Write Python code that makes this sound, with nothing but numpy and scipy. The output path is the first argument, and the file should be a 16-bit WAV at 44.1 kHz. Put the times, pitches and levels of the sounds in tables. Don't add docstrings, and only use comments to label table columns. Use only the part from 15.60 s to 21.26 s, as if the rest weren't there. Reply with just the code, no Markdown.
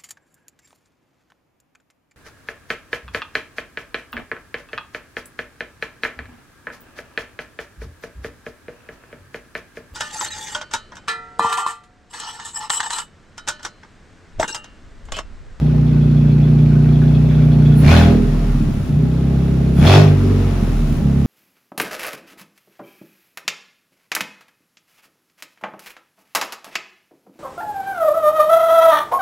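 import sys
import numpy as np
from scipy import signal
from scipy.io import wavfile
from scipy.ndimage import uniform_filter1d

SR = 44100
rng = np.random.default_rng(int(sys.argv[2]) if len(sys.argv) > 2 else 0)


def master_out(mix):
    frames = np.transpose(np.atleast_2d(mix))
    ceiling = np.clip(frames, -1, 1)
    pcm = np.round(ceiling * 32767).astype(np.int16)
    wavfile.write(sys.argv[1], SR, pcm)


N = 249606
TIME = np.arange(N) / SR


def from_db(db):
    return 10 ** (np.asarray(db) / 20)


def rms_one(x):
    return x / np.sqrt(np.mean(x ** 2) + 1e-20)


def in_time(points):
    return np.interp(TIME, *np.transpose(points))


def at_hz(points, hz):
    points_hz, values = np.transpose(points)
    return np.interp(np.log(hz), np.log(points_hz), values)


def ramp(x, span):
    return np.clip(x / span, 0, 1)


def swell(centre_s, sigma_s):
    return np.exp(-.5 * ((TIME - centre_s) / sigma_s) ** 2)


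def band(x, low_hz, high_hz, order=2):
    return signal.sosfilt(signal.butter(order, [low_hz, high_hz], "band", fs=SR, output="sos"), x)


def resonate(x, modes):
    out = 0
    for k, (hz, width_hz, db) in enumerate(modes):
        r = np.exp(-np.pi * width_hz / SR)
        b = (1 - r * r) / 2 * np.array([1, 0, -1])
        a = [1, -2 * r * np.cos(2 * np.pi * hz / SR), r * r]
        out = out + (-1) ** k * from_db(db) * signal.lfilter(b, a, x + 1e-18)
    return out


def puffs(sharpness, far_bank):
    swing = np.sin(2 * np.pi * TURNS)
    return rms_one(np.exp(sharpness * swing) + far_bank * np.exp(-sharpness * swing))


def workshop(x, low_hz, high_hz, t60_s=0.27):
    t = TIME[:SR // 2]
    tail = rng.standard_normal((2, len(t))) * from_db(-60 * t / t60_s) * (t > .004)
    tail /= np.sqrt(np.sum(tail ** 2, axis=1, keepdims=True))
    return signal.fftconvolve(band(x, low_hz, high_hz)[None], tail, axes=1)[:, :N]


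# frequency in Hz, left-right correlation.
CORRELATION = [(60, 1), (250, 0.86), (500, 0.29), (1000, 0.34), (2000, 0.34), (4000, 0.17), (8000, 0.14),
               (14000, 0.043)]

def air_noise(spectrum):
    out, white = 0, rng.standard_normal((2, 2, N))
    edges_hz = 2 ** np.arange(5, 14, .5)
    for k, low_hz in enumerate(edges_hz[(edges_hz * 2 > spectrum[0][0]) & (edges_hz < spectrum[-1][0])]):
        high_hz = low_hz * np.sqrt(2)
        mid, side = band(white[k % 2], low_hz, high_hz)
        centre_hz = np.sqrt(low_hz * high_hz)
        alike = at_hz(CORRELATION, centre_hz)
        stereo = np.sqrt(1 + alike) * mid + np.sqrt(1 - alike) * side * [[1], [-1]]
        out = out + from_db(at_hz(spectrum, centre_hz)) * stereo
    return rms_one(out)


# centre in seconds, sigma in seconds, pitch in Hz, level in dB.
WHISTLES = [(2.199, 0.026, 10560, -35), (4.188, 0.027, 10150, -41.5)]

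def throttle_whistle():
    out = 0
    for centre_s, sigma_s, hz, db in WHISTLES:
        tone = resonate(rng.standard_normal((2, N)), [(hz, 350, 0), (hz * 1.42, 900, -11)])
        out = out + from_db(db) * swell(centre_s, sigma_s) * rms_one(tone)
    return out


# frequency in Hz, relative density in dB.
HISS_SPECTRUM = [(300, -12.5), (1500, 1), (4000, -1), (6500, -5), (8000, 10.5), (10000, 0.5), (14500, -4),
                 (16000, -8)]
FLUTTER_SPECTRUM = [(30, -13), (60, 4.5), (110, 7), (190, -3), (280, -9.5), (450, -20), (900, -31.5)]
RASP_SPECTRUM = [(300, -6.5), (600, -6), (1000, 8), (1500, -0.5), (2200, -1.5), (3300, -7), (4500, -7.5),
                 (6300, -18.5), (9000, -30.5), (16000, -43.5)]
JET_SPECTRUM = [(2500, -7), (4300, 1), (5500, 4), (7500, -13), (11000, -29)]

def exhaust_gas(boom_db, rasp_db, idling, hiss_rise_db_per_s=1.22):
    flutter = from_db(boom_db + 5.5) * UNEVEN * air_noise(FLUTTER_SPECTRUM)
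    rasp_puffs = puffs(sharpness=0.62 + 0.22 * OPENING, far_bank=0.83)
    rasp = from_db(rasp_db + 2) * rasp_puffs * air_noise(RASP_SPECTRUM)
    jet_gain = from_db(rasp_db - 2 + (BANK_HZ - 47)) * (1 - idling)
    jet = jet_gain * puffs(sharpness=0.63, far_bank=1) * air_noise(JET_SPECTRUM)
    hiss_db = level_db(idle_db=-51.5, open_db=17, overrun_db=4.5, octave_db=-1.5)
    hiss_db += hiss_rise_db_per_s * TIME
    hiss = from_db(hiss_db) * puffs(sharpness=0.85, far_bank=0.98) * air_noise(HISS_SPECTRUM)
    return flutter + (rasp + jet) * from_db([[1.2], [-1.2]]) + hiss


# frequency in Hz, width in Hz, gain in dB.
METAL_MODES = [(1490, 93, 2.5), (1740, 350, -6.5), (2304, 350, -3.5), (2573, 100, -1.5), (3390, 140, 0),
               (3430, 35, -9.5), (3820, 90, -13), (4250, 100, -5.5)]

def rattle(boom, contacts_per_s=22, spread_db=3):
    out = 0
    chance = contacts_per_s * puffs(sharpness=1.3, far_bank=0.84) / SR
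    for mode in METAL_MODES:
        sizes = from_db(spread_db * np.minimum(rng.exponential(1, N), 2)) * rng.choice([-1, 1], N)
        out = out + resonate((rng.random(N) < chance) * sizes, [mode])
    shake_db = level_db(idle_db=-37.5, open_db=27.5, overrun_db=5, octave_db=-7)
    return from_db(shake_db) * uniform_filter1d(np.abs(boom), size=SR // 10) * rms_one(out)


# start in seconds, relative peak in dB, pitch in Hz.
TICKS = [(1.1136, -34, 1470), (1.4167, -29.5, 1463), (1.5467, -39, 3330), (1.711, -31, 1730),
         (1.7453, -35, 3480), (2.061, -38, 3500), (2.3152, -21, 3480), (2.3644, -14, 3400),
         (4.2674, -13.5, 3880), (4.2874, -18.5, 3500), (4.51, -36, 1360)]

def ticks(chatter_s=0.005, focus_db_per_octave=19.5):
    out, t = np.zeros(N), TIME[:SR // 10]
    for start_s, peak_db, pitch_hz in TICKS:
        modes = [(hz, width_hz, db - focus_db_per_octave * abs(np.log2(hz / pitch_hz)))
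                 for hz, width_hz, db in METAL_MODES]
        tick = resonate(rng.standard_normal(len(t)) * np.exp(-t / chatter_s), modes)
        at = round(start_s * SR)
        out[at:at + len(t)] += from_db(peak_db) * tick / np.abs(tick).max()
    return out


# start in seconds, level in dB.
THUDS = [(2.948, -10.5), (3.008, -6.5), (3.093, -5.5), (3.433, -10.5), (4.187, -2.5), (5.025, -5.5)]

def thuds():
    clicks = np.zeros(N)
    for start_s, db in THUDS:
        clicks[round(start_s * SR)] = from_db(db)
    ring = resonate(clicks, [(136, 40, -4.5), (227, 43, -5)])
    return ring / np.abs(ring).max() * clicks.max()


def shocks(blare_db, knee_db=-20):
    clicks = np.diff(np.floor(TURNS + 0.16), prepend=0) * from_db(2 * np.minimum(blare_db - knee_db, 0))
    shock = resonate(clicks, [(665, 180, 2.5)]) - resonate(clicks, [(2500, 5700, -27.5)])
    return -shock / np.abs(shock).max()


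# time in seconds, firing rate of one bank in Hz.
BANK_SPEED = [(0.0, 30.47), (0.65, 29.44), (1.25, 29.84), (1.65, 30.33), (2.18, 29.48), (2.3, 41.19),
              (2.45, 40.7), (2.87, 40.11), (3.31, 30.27), (3.64, 33.26), (4.19, 33.0), (4.28, 46.16),
              (4.39, 51.06), (4.53, 47.52), (4.74, 47.51), (4.93, 45.57), (5.39, 34.41), (5.66, 34.47)]
# press time, release time, shutting duration, time the idle catches, in seconds.
BLIPS = [(2.184, 2.379, 0.23, 3.282), (4.148, 4.356, .19, 5.36)]

def engine(open_s=0.12, coast_onset_s=0.16, catch_s=0.098):
    bank_hz = in_time(BANK_SPEED)
    opening = overrun = kick = 0
    for pressed_s, released_s, shut_s, caught_s in BLIPS:
        opening += ramp(TIME - pressed_s, open_s) * (1 - ramp(TIME - released_s, shut_s))
        coasting = ramp(TIME - released_s - 0.51 * shut_s, coast_onset_s)
        overrun += coasting * (1 - ramp(TIME - caught_s, catch_s))
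        kick += swell(pressed_s + 0.067, 0.018)
    return bank_hz, opening, overrun, kick


BANK_HZ, OPENING, OVERRUN, KICK = engine()
TURNS = np.cumsum(BANK_HZ) / SR + .75
STUMBLE = OVERRUN * ramp(41.6 - BANK_HZ, 5.7)
UNEVEN = 0.067 + 0.069 * OPENING + 0.15 * OVERRUN + 0.3 * STUMBLE


# time in seconds, level in dB.
EFFORT = [(0, -1), (.7, -1), (2.1, 1), (3.35, -2.5), (3.8, -0.5), (5.66, -1.24)]

def level_db(idle_db, open_db, overrun_db, octave_db):
    octaves = np.log2(BANK_HZ / BANK_HZ[0])
    return in_time(EFFORT) + idle_db + open_db * OPENING + overrun_db * OVERRUN + octave_db * octaves


# firing rate of one bank in Hz, base level in dB.
RUMBLE_BY_SPEED = [(29.8, -50.5), (31, -38.5), (33, -35), (35, -28.5), (39, -21), (41, -24), (47, -26),
                   (51, -36)]

def low_orders():
    rumble_db = at_hz(RUMBLE_BY_SPEED, BANK_HZ) + 6 * OVERRUN
    starved = OVERRUN * ramp(47.3 - BANK_HZ, 5) * (1 - 0.4 * STUMBLE)
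    firing_db = level_db(idle_db=-20.5, open_db=7, overrun_db=1.5, octave_db=7.5) - 13.5 * starved
    rumble = from_db(rumble_db) * np.sin(2 * np.pi * (TURNS + 0.27))
    firing_tone = from_db(firing_db) * np.sin(4 * np.pi * (TURNS + 0.39))
    return np.sqrt(2) * (rumble + firing_tone)


def firings(far_bank, scatter_s):
    count = np.floor(2 * TURNS)
    at = np.flatnonzero(np.diff(count)) + 1
    strength_error, timing_error = UNEVEN[at] * rng.standard_normal((len(at), 2)).T
    scattered_at = np.clip(at + (timing_error * scatter_s * SR).astype(int), 0, N - 1)
    clicks = np.zeros(N)
    clicks[scattered_at] = np.where(count % 2, far_bank, 1)[at] + strength_error
    return rms_one(clicks)


# frequency in Hz, width in Hz, gain in dB.
PIPE_MODES = [(116.7, 10, -1), (147.2, 10.9, 9), (170.2, 19, -3), (205.6, 9, -6), (239.1, 15.7, -7.5),
              (287.3, 13.5, -13.5), (331.7, 75, -24), (396.4, 26.3, -18), (448, 28.3, -22.5),
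              (524, 50, -23.5), (618, 33, -20), (682.7, 19, -20.5), (816, 33, -24.5), (899, 18, -35)]

def pipe_voice(pulses, low_hz, high_hz):
    modes = [mode for mode in PIPE_MODES if low_hz < mode[0] < high_hz]
    return rms_one(band(resonate(pulses, modes), low_hz, high_hz, order=4))


# centre in seconds, sigma in seconds, strength 0-1.
BURBLES = [(2.57, .075, 0.94), (4.723, 0.11, 0.8)]

def open_pipe(boom_db, idling):
    burble = sum(strength * swell(centre_s, sigma_s) for centre_s, sigma_s, strength in BURBLES)
    roar_hz = OPENING * (BANK_HZ - 45.3)
    bark_db = level_db(idle_db=-19.5, open_db=5.5, overrun_db=-1, octave_db=-5)
    bark_db += 5 * KICK + 5.5 * burble - 4 * STUMBLE
    growl_db = level_db(idle_db=-33, open_db=9, overrun_db=-4, octave_db=5)
    growl_db += roar_hz + 10 * burble - 4 * STUMBLE
    blare_db = level_db(idle_db=-40, open_db=16.5, overrun_db=-2.5, octave_db=5.5)
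    blare_db += 0.28 * roar_hz + 0.5 * in_time(EFFORT) * (1 - OPENING)
    sputter = puffs(sharpness=1.7, far_bank=0.94) * rng.standard_normal(N)
    sputter *= (0.68 + idling) * (1 - 0.2 * burble)
    boom_pulses = firings(far_bank=0.074, scatter_s=0.0034)
    bark_pulses = firings(far_bank=0.18, scatter_s=0.0011) + 0.15 * sputter
    growl_pulses = firings(far_bank=0.31 * idling, scatter_s=0.00074) + 0.5 * sputter
    blare_pulses = firings(far_bank=0.26 * idling, scatter_s=0.0008) + 0.97 * sputter
    boom = from_db(boom_db) * pipe_voice(boom_pulses, low_hz=106.8, high_hz=206)
    bark = from_db(bark_db) * pipe_voice(bark_pulses, low_hz=182, high_hz=344)
    growl = from_db(growl_db) * pipe_voice(growl_pulses, low_hz=309, high_hz=520)
    blare = from_db(blare_db) * pipe_voice(blare_pulses, low_hz=500, high_hz=1110)
    return boom, boom + bark + growl + blare + thuds() + from_db(-2) * shocks(blare_db)


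def scene():
    boom_db = level_db(idle_db=-11.5, open_db=0, overrun_db=-9, octave_db=-1.5) + 5 * KICK
    rasp_db = level_db(idle_db=-43, open_db=14, overrun_db=1, octave_db=8)
    idling = ramp(-19 - rasp_db, 16)
    boom, pipe = open_pipe(boom_db, idling)
    gas = exhaust_gas(boom_db, rasp_db, idling)
    metal = rattle(boom) + from_db(1) * ticks()
    room = from_db(-4.5) * workshop(pipe, low_hz=292, high_hz=6000)
    room += from_db(2.5) * workshop(metal, low_hz=900, high_hz=7000)
    exhaust = (low_orders() + pipe) * from_db([[-.25], [.25]])
    return room + throttle_whistle() + gas + metal * from_db([[1.2], [-1.2]]) + exhaust


# centre in Hz, width in Hz.
MIC_DIPS = [(8400, 1580), (12100, 3330)]

def record(dry):
    cutoff_hz = 15500
    squashed = dry / (1 + dry ** 16) ** (1 / 16)
    for hz, width_hz in MIC_DIPS:
        squashed = signal.lfilter(*signal.iirnotch(hz, hz / width_hz, fs=SR), squashed)
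    return signal.sosfilt(signal.ellip(10, .1, 80, cutoff_hz, fs=SR, output="sos"), squashed)


dry = scene()
out = record(dry)
master_out(out)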